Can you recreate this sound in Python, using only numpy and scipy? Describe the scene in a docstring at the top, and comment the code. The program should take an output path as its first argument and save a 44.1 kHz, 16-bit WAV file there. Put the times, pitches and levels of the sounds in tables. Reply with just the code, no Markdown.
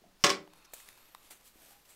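"""Soft bumps in quiet room noise, then a heavy ceramic lid set down in a small tiled room.
The lid lands, rocks and knocks a second time: clunks, glaze clinks and low pushes, over ringing modes.
Then cloth and a hand brush faintly near the microphone, with a few ticks and more soft bumps.
Brushing and sliding are shaped noise; ticks are damped resonances with snaps; bumps are fading noise bands."""
import sys
import numpy as np
from scipy import signal
from scipy.fft import rfft, irfft
from scipy.io import wavfile
from scipy.ndimage import map_coordinates

SR = 44100
rng = np.random.default_rng(int(sys.argv[2]) if len(sys.argv) > 2 else 0)


def to_wav(sig):
    """Store sig (one row per channel, or 1-D mono) as 16-bit WAV at the path in sys.argv[1].

    Samples outside -1..1 are clipped; the rate is SR.
    """
    pcm = np.clip(np.atleast_2d(sig), -1, 1) * 32767
    pcm = np.round(pcm).astype(np.int16)
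    wavfile.write(sys.argv[1], SR, pcm.T)  # frames by channels


N = 85995  # length in samples
T = np.arange(N) / SR  # time in seconds
HZ = np.fft.rfftfreq(N, 1 / SR)  # frequency axis of the whole scene


def amp(db):
    """Decibels to gain."""
    return 10 ** (np.asarray(db) / 20)


def unit(x):
    """Scales to energy 1."""
    return x / np.sqrt(np.sum(x ** 2) + 1e-20)


def read(points, hz):
    """Reads a table along a log-frequency axis."""
    f, value = np.transpose(points)
    return np.interp(np.log(hz + 1), np.log(f), value)


def add(mix, s, sound):
    """Mixes a sound in at time s, in seconds."""
    part = mix[max(round(s * SR), 0):][:len(sound)]
    part += sound[:len(part)]


def dying(t, t60):
    """Exponential decay that loses 60 dB in t60 seconds."""
    return np.exp(-np.log(1000) * t / t60)


def noise(db):
    """Noise of rms 1 with the given spectrum in dB."""
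    coloured = irfft(rfft(rng.standard_normal(N)) * amp(db), N)
    return unit(coloured) * np.sqrt(N)


def crack(spectrum, t60, size=4096):
    """A burst of many fast-dying modes with a causal colour, energy 1."""
    burst = rng.choice([-1., 1.], size) * dying(T[:size], t60)
    hz = abs(np.fft.fftfreq(size, 1 / SR))
    log_gain = np.log(amp(read(spectrum, hz)))
    # minimum phase: the colour starts at once and never rings ahead of the blow
    colour = np.fft.ifft(np.exp(np.conj(signal.hilbert(log_gain)))).real
    return unit(signal.fftconvolve(burst, colour[:size // 2]))


def ping(hz, width_hz, size=4096):
    """One heavily damped resonance with a soft start, energy 1."""
    t = T[:size]
    envelope = t * np.exp(-np.pi * width_hz * t)
    return unit(envelope * np.sin(2 * np.pi * hz * t))


def room(x):
    """Dense reflections from tiled walls build up, then fade; the treble dies first."""
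    # Decay of the small tiled room. Each row: frequency in Hz, t60 in seconds
    room_t60 = [(100, .42), (400, 0.33), (1000, .29), (2800, 0.22), (7000, 0.19), (15000, 0.15)]
    build_s = 0.0073
    hz, t, z = signal.stft(rng.choice([-1., 1.], SR), SR, nperseg=256)
    faded = z * dying(t, read(room_t60, hz)[:, None])
    tail = signal.istft(faded, SR, nperseg=256)[1][:SR]
    build = 1 - np.exp(-(T[:SR] / build_s) ** 2)
    return signal.fftconvolve(x, unit(tail * build))[:N]


def ceramic_ring():
    """The modes of lid and bowl, one second of decaying sines with alternating polarity."""
    # Ringing of lid and bowl. Each row: frequency in Hz, relative level in dB, t60 in seconds
    modes = [(168, -29, 0.8), (185.5, -10, 0.42), (307.2, -12.5, 0.55), (337.6, -7, 0.29),
             (386.6, -3.5, 0.41), (392.5, -0.5, 0.13), (433, -2, 0.192), (549, -8.5, .25),
             (577.5, -2, 0.41), (728, -10, 0.28), (793, -2.5, 0.11), (1019, -17.5, 0.46), (1093, 3.5, 0.2),
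             (1136, -7, 0.22), (1432, -8.5, .22), (1754, -10.5, .32), (1985, -7.5, 0.27),
             (2645, -13.5, 0.197), (2850, -6, 0.083), (3390, -0.5, 0.13)]
    t = T[:SR]
    ring = np.zeros(SR)
    for k, (hz, db, t60) in enumerate(modes):
        ring += (-1) ** k * amp(db) * dying(t, t60) * np.sin(2 * np.pi * hz * t)
    return ring


def lid():
    """Each contact gives a broad clunk, a clink of glaze and a low push; the landings set the ceramic ringing."""
    # Contacts of the lid. Each row: start in seconds, then relative levels in dB of
    # the clunk, the glaze clink and the low push
    knocks = [(0.2391, -3, -0.5, -6), (0.2405, -0.5, -6, -0.5), (0.244, 0.5, -16, -18.5),
              (0.253, -18, -16.5, -24.5), (0.2664, -7.5, -6, -27.5), (.2937, -8.5, -20, -20),
              (0.3019, -5.5, -5.5, -22)]
    # Colour of the clunk. Each row: frequency in Hz, relative level in dB
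    clunk_colour = [(40, -30), (110, -19.5), (180, -2), (260, -7), (400, -0.5), (650, -8.5), (880, -7),
                    (1150, 1), (1600, -5), (2000, -2.5), (3000, -3.5), (5500, -6), (7500, -12),
                    (10500, -23.5), (16000, -28.5)]
    # The two landings that set the ceramic ringing. Each row: start in seconds, gain of the ring in dB
    landings = [(.2405, -26.5), (.3018, -38.5)]
    clunk_base_db, clunk_t60, clunk_room_db = 5, 0.039, -5.5  # t60 in seconds, ahead of the colour
    clink_hz, clink_width_hz, clink_base_db, clink_room_db = 5370, 980, 2, -20.5
    push_hz, push_width_hz, push_base_db = 176, 128, -8

    out = np.zeros(N)
    for s, clunk_db, clink_db, push_db in knocks:
        clunk = amp(clunk_base_db + clunk_db) * crack(clunk_colour, clunk_t60)
        clink = amp(clink_base_db + clink_db) * ping(clink_hz, clink_width_hz)
        push = amp(push_base_db + push_db) * ping(push_hz, push_width_hz)
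        add(out, s, clunk)
        add(out, s, clink)
        add(out, s, amp(clunk_room_db) * room(clunk))
        add(out, s, amp(clink_room_db) * room(clink))
        add(out, s, push)
    ring = ceramic_ring()
    for s, db in landings:
        add(out, s, amp(db) * ring)
    return out


def ticks():
    """Close, nearly dry ticks of handling: a hollow pip and a bright snap."""
    # Small ticks. Each row: start in seconds, level in dB, pitch of the hollow part in Hz,
    # snap in dB relative to that level, t60 of the snap in seconds ahead of its colour
    tick_rows = [(.476, -32.5, 870, -11.5, .02), (.535, -36.5, 916, 1.5, 0.027),
                 (.7352, -26, 650, -2, 0.022), (.802, -35.5, 1940, -10, .01),
                 (.888, -31.5, 1880, 5, 0.0083), (.928, -41.5, 1990, 1.5, 0.012),
                 (0.976, -38, 920, 1, 0.015), (1.1488, -23.5, 1073, -3.5, 0.0076),
                 (1.307, -38.5, 750, -11, 0.036)]
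    # Resonances of the hollow part. Each row: multiple of the pitch, relative level in dB
    tick_modes = [(1, 0.5), (1.75, -8.5), (3.5, -9.5)]
    # Colour of the snap. Each row: frequency in Hz, relative level in dB
    snap_colour = [(100, -18), (1000, -8), (4000, 7.5), (8000, 1.5), (16000, 3.5)]
    width_hz, room_db = 444, -15.5

    out = np.zeros(N)
    for s, db, hz, snap_db, t60 in tick_rows:
        for ratio, mode_db in tick_modes:
            add(out, s, amp(db + mode_db) * ping(hz * ratio, width_hz))
        add(out, s, amp(db + snap_db) * crack(snap_colour, t60))
    return out + amp(room_db) * room(out)


def bumps():
    """Dull, rough touches, narrow noise bands that die away and linger in the room."""
    # Soft bumps. Each row: start in seconds, level in dB, centre in Hz, t60 in seconds
    bump_rows = [(.019, -37, 296, 0.058), (.039, -34, 690, .05), (.05, -34.5, 202, 0.3),
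                 (1.557, -37, 292, .03), (1.61, -39, 663, 0.49), (1.708, -35.5, 780, 0.16)]
    half_width_hz, room_db = 49, -5  # the band is 6 dB down at the half width

    out = np.zeros(N)
    for s, db, hz, t60 in bump_rows:
        band_db = -20 * np.log10(1 + ((HZ - hz) / half_width_hz) ** 2)
        add(out, s, amp(db) * unit(noise(band_db) * dying(T, t60)))
    return out + amp(room_db) * room(out)


def patchy(x):
    """The colour of rubbing shifts at random from place to place."""
    patch_db, patch_hz, patch_s = 1.5, 396, .05  # random spread, spacing in pitch and in time
    hz, t, z = signal.stft(x, SR, nperseg=256)
    places = np.meshgrid(hz / patch_hz, t / patch_s, indexing="ij")
    field = map_coordinates(rng.standard_normal((256, 256)), places, order=1, mode="wrap")
    return signal.istft(z * amp(patch_db * field), SR, nperseg=256)[1][:N]


def cloth():
    """Grainy friction hiss that swells and fades; each brush has its own band of sheen."""
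    # Brushes of cloth. Each row: peak in seconds, relative level in dB, rise in seconds,
    # fall in seconds, tilt in dB per octave, sheen centre in Hz, sheen boost in dB
    brushes = [(.228, -62, 0.03, 0.023, -2, 5460, 9), (.57, -64.5, 0.022, 0.081, -3, 11600, 5),
               (.653, -56.5, .007, 0.0073, -2.5, 5450, 11.5), (0.737, -40.5, 0.0018, 0.01, 2, 7500, 6),
               (0.788, -55, 0.054, 0.098, 0.5, 7800, 1.5), (0.889, -58, 0.025, 0.028, -3, 9800, 8),
               (1.02, -64, 0.13, 0.42, -2.5, 12800, 11.5), (1.272, -61, 0.056, 0.031, -1, 9600, 2),
               (1.31, -48.5, 0.0046, .03, -0.5, 8350, 3), (1.412, -66, 0.022, 0.031, -2.5, 9100, 0),
               (1.474, -57, 0.026, 0.029, 0.5, 8900, 1), (1.64, -61.5, 0.1, 0.16, -1, 12800, 6),
               (1.725, -59.5, 0.098, 0.031, -1.2, 13200, 7.5), (1.858, -62, 0.0093, .015, -0.5, 13970, 2),
               (1.905, -58, 0.023, 0.056, -0.5, 8160, 5)]
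    # Colour common to the brushes. Each row: frequency in Hz, relative level in dB
    cloth_colour = [(60, -11), (250, -4), (700, -1.5), (1500, -1), (2700, 1.5), (5500, -1), (8000, 1.5),
                    (13000, 0.5), (16000, -7)]
    tilt_pivot_hz, sheen_width_hz = 4000, 970
    grain_db, grain_s = 1.5, 0.0024  # random spread and spacing of the grain

    out = np.zeros(N)
    colour_db = read(cloth_colour, HZ)
    octaves = np.log2(np.maximum(HZ, 300) / tilt_pivot_hz)  # the tilt levels off below 300 Hz
    for s, db, rise, fall, tilt_db, sheen_hz, sheen_db in brushes:
        swell = (np.minimum(T - s, 0) / rise) ** 2
        fade = np.maximum(T - s, 0) / fall
        stroke = np.exp(-swell - fade)
        sheen = sheen_db * np.exp(-((HZ - sheen_hz) / sheen_width_hz) ** 2)
        out += amp(db) * stroke * noise(colour_db + tilt_db * octaves + sheen)
    grain = np.interp(T / grain_s, np.arange(N), rng.standard_normal(N))
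    return patchy(out) * amp(grain_db * grain)


def slide():
    """A sleeve slides over a hollow surface: friction noise heard through a few fixed resonances."""
    # Loudness of the slide, silent outside the rows. Each row: time in seconds, rms level in dB
    slide_level = [(.5, -69), (.57, -67.5), (.72, -67.5), (.82, -65.5), (1.0, -70), (1.24, -76), (1.4, -85)]
    # Resonances of the surface. Each row: centre in Hz, width in Hz, relative level in dB
    slide_peaks = [(920, 330, -8.5), (1200, 630, -1), (2570, 320, 0.5), (3710, 160, 1.5), (4290, 180, 0),
                   (5360, 170, -10)]
    gain = sum(amp(db) / (1 + (2 * (HZ - hz) / width) ** 2) for hz, width, db in slide_peaks)
    level_db = np.interp(T, *np.transpose(slide_level), left=-np.inf, right=-np.inf)
    return amp(level_db) * noise(20 * np.log10(gain))


def room_noise():
    """The quiet, steady noise of the room, weighted to the bass."""
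    # Colour of the room noise. Each row: frequency in Hz, relative level in dB
    air_colour = [(20, 22.5), (60, 7), (200, 4), (600, 3.5), (1500, 0), (5000, -3), (9000, -8.5),
                  (16000, -9.5)]
    air_db = -66.5  # rms level
    return amp(air_db) * noise(read(air_colour, HZ))


def scene():
    """Lid, handling sounds and room noise at one microphone."""
    handling = ticks() + bumps() + cloth() + slide()
    return (lid() + handling + room_noise())[None]


def record(dry):
    """The recorder's band limit, a steep low-pass."""
    edge_hz = 15800
    low_pass = signal.firwin(511, edge_hz, window=("kaiser", 9), fs=SR)
    return signal.oaconvolve(dry, low_pass[None], "same")


dry = scene()
out = record(dry)
to_wav(out)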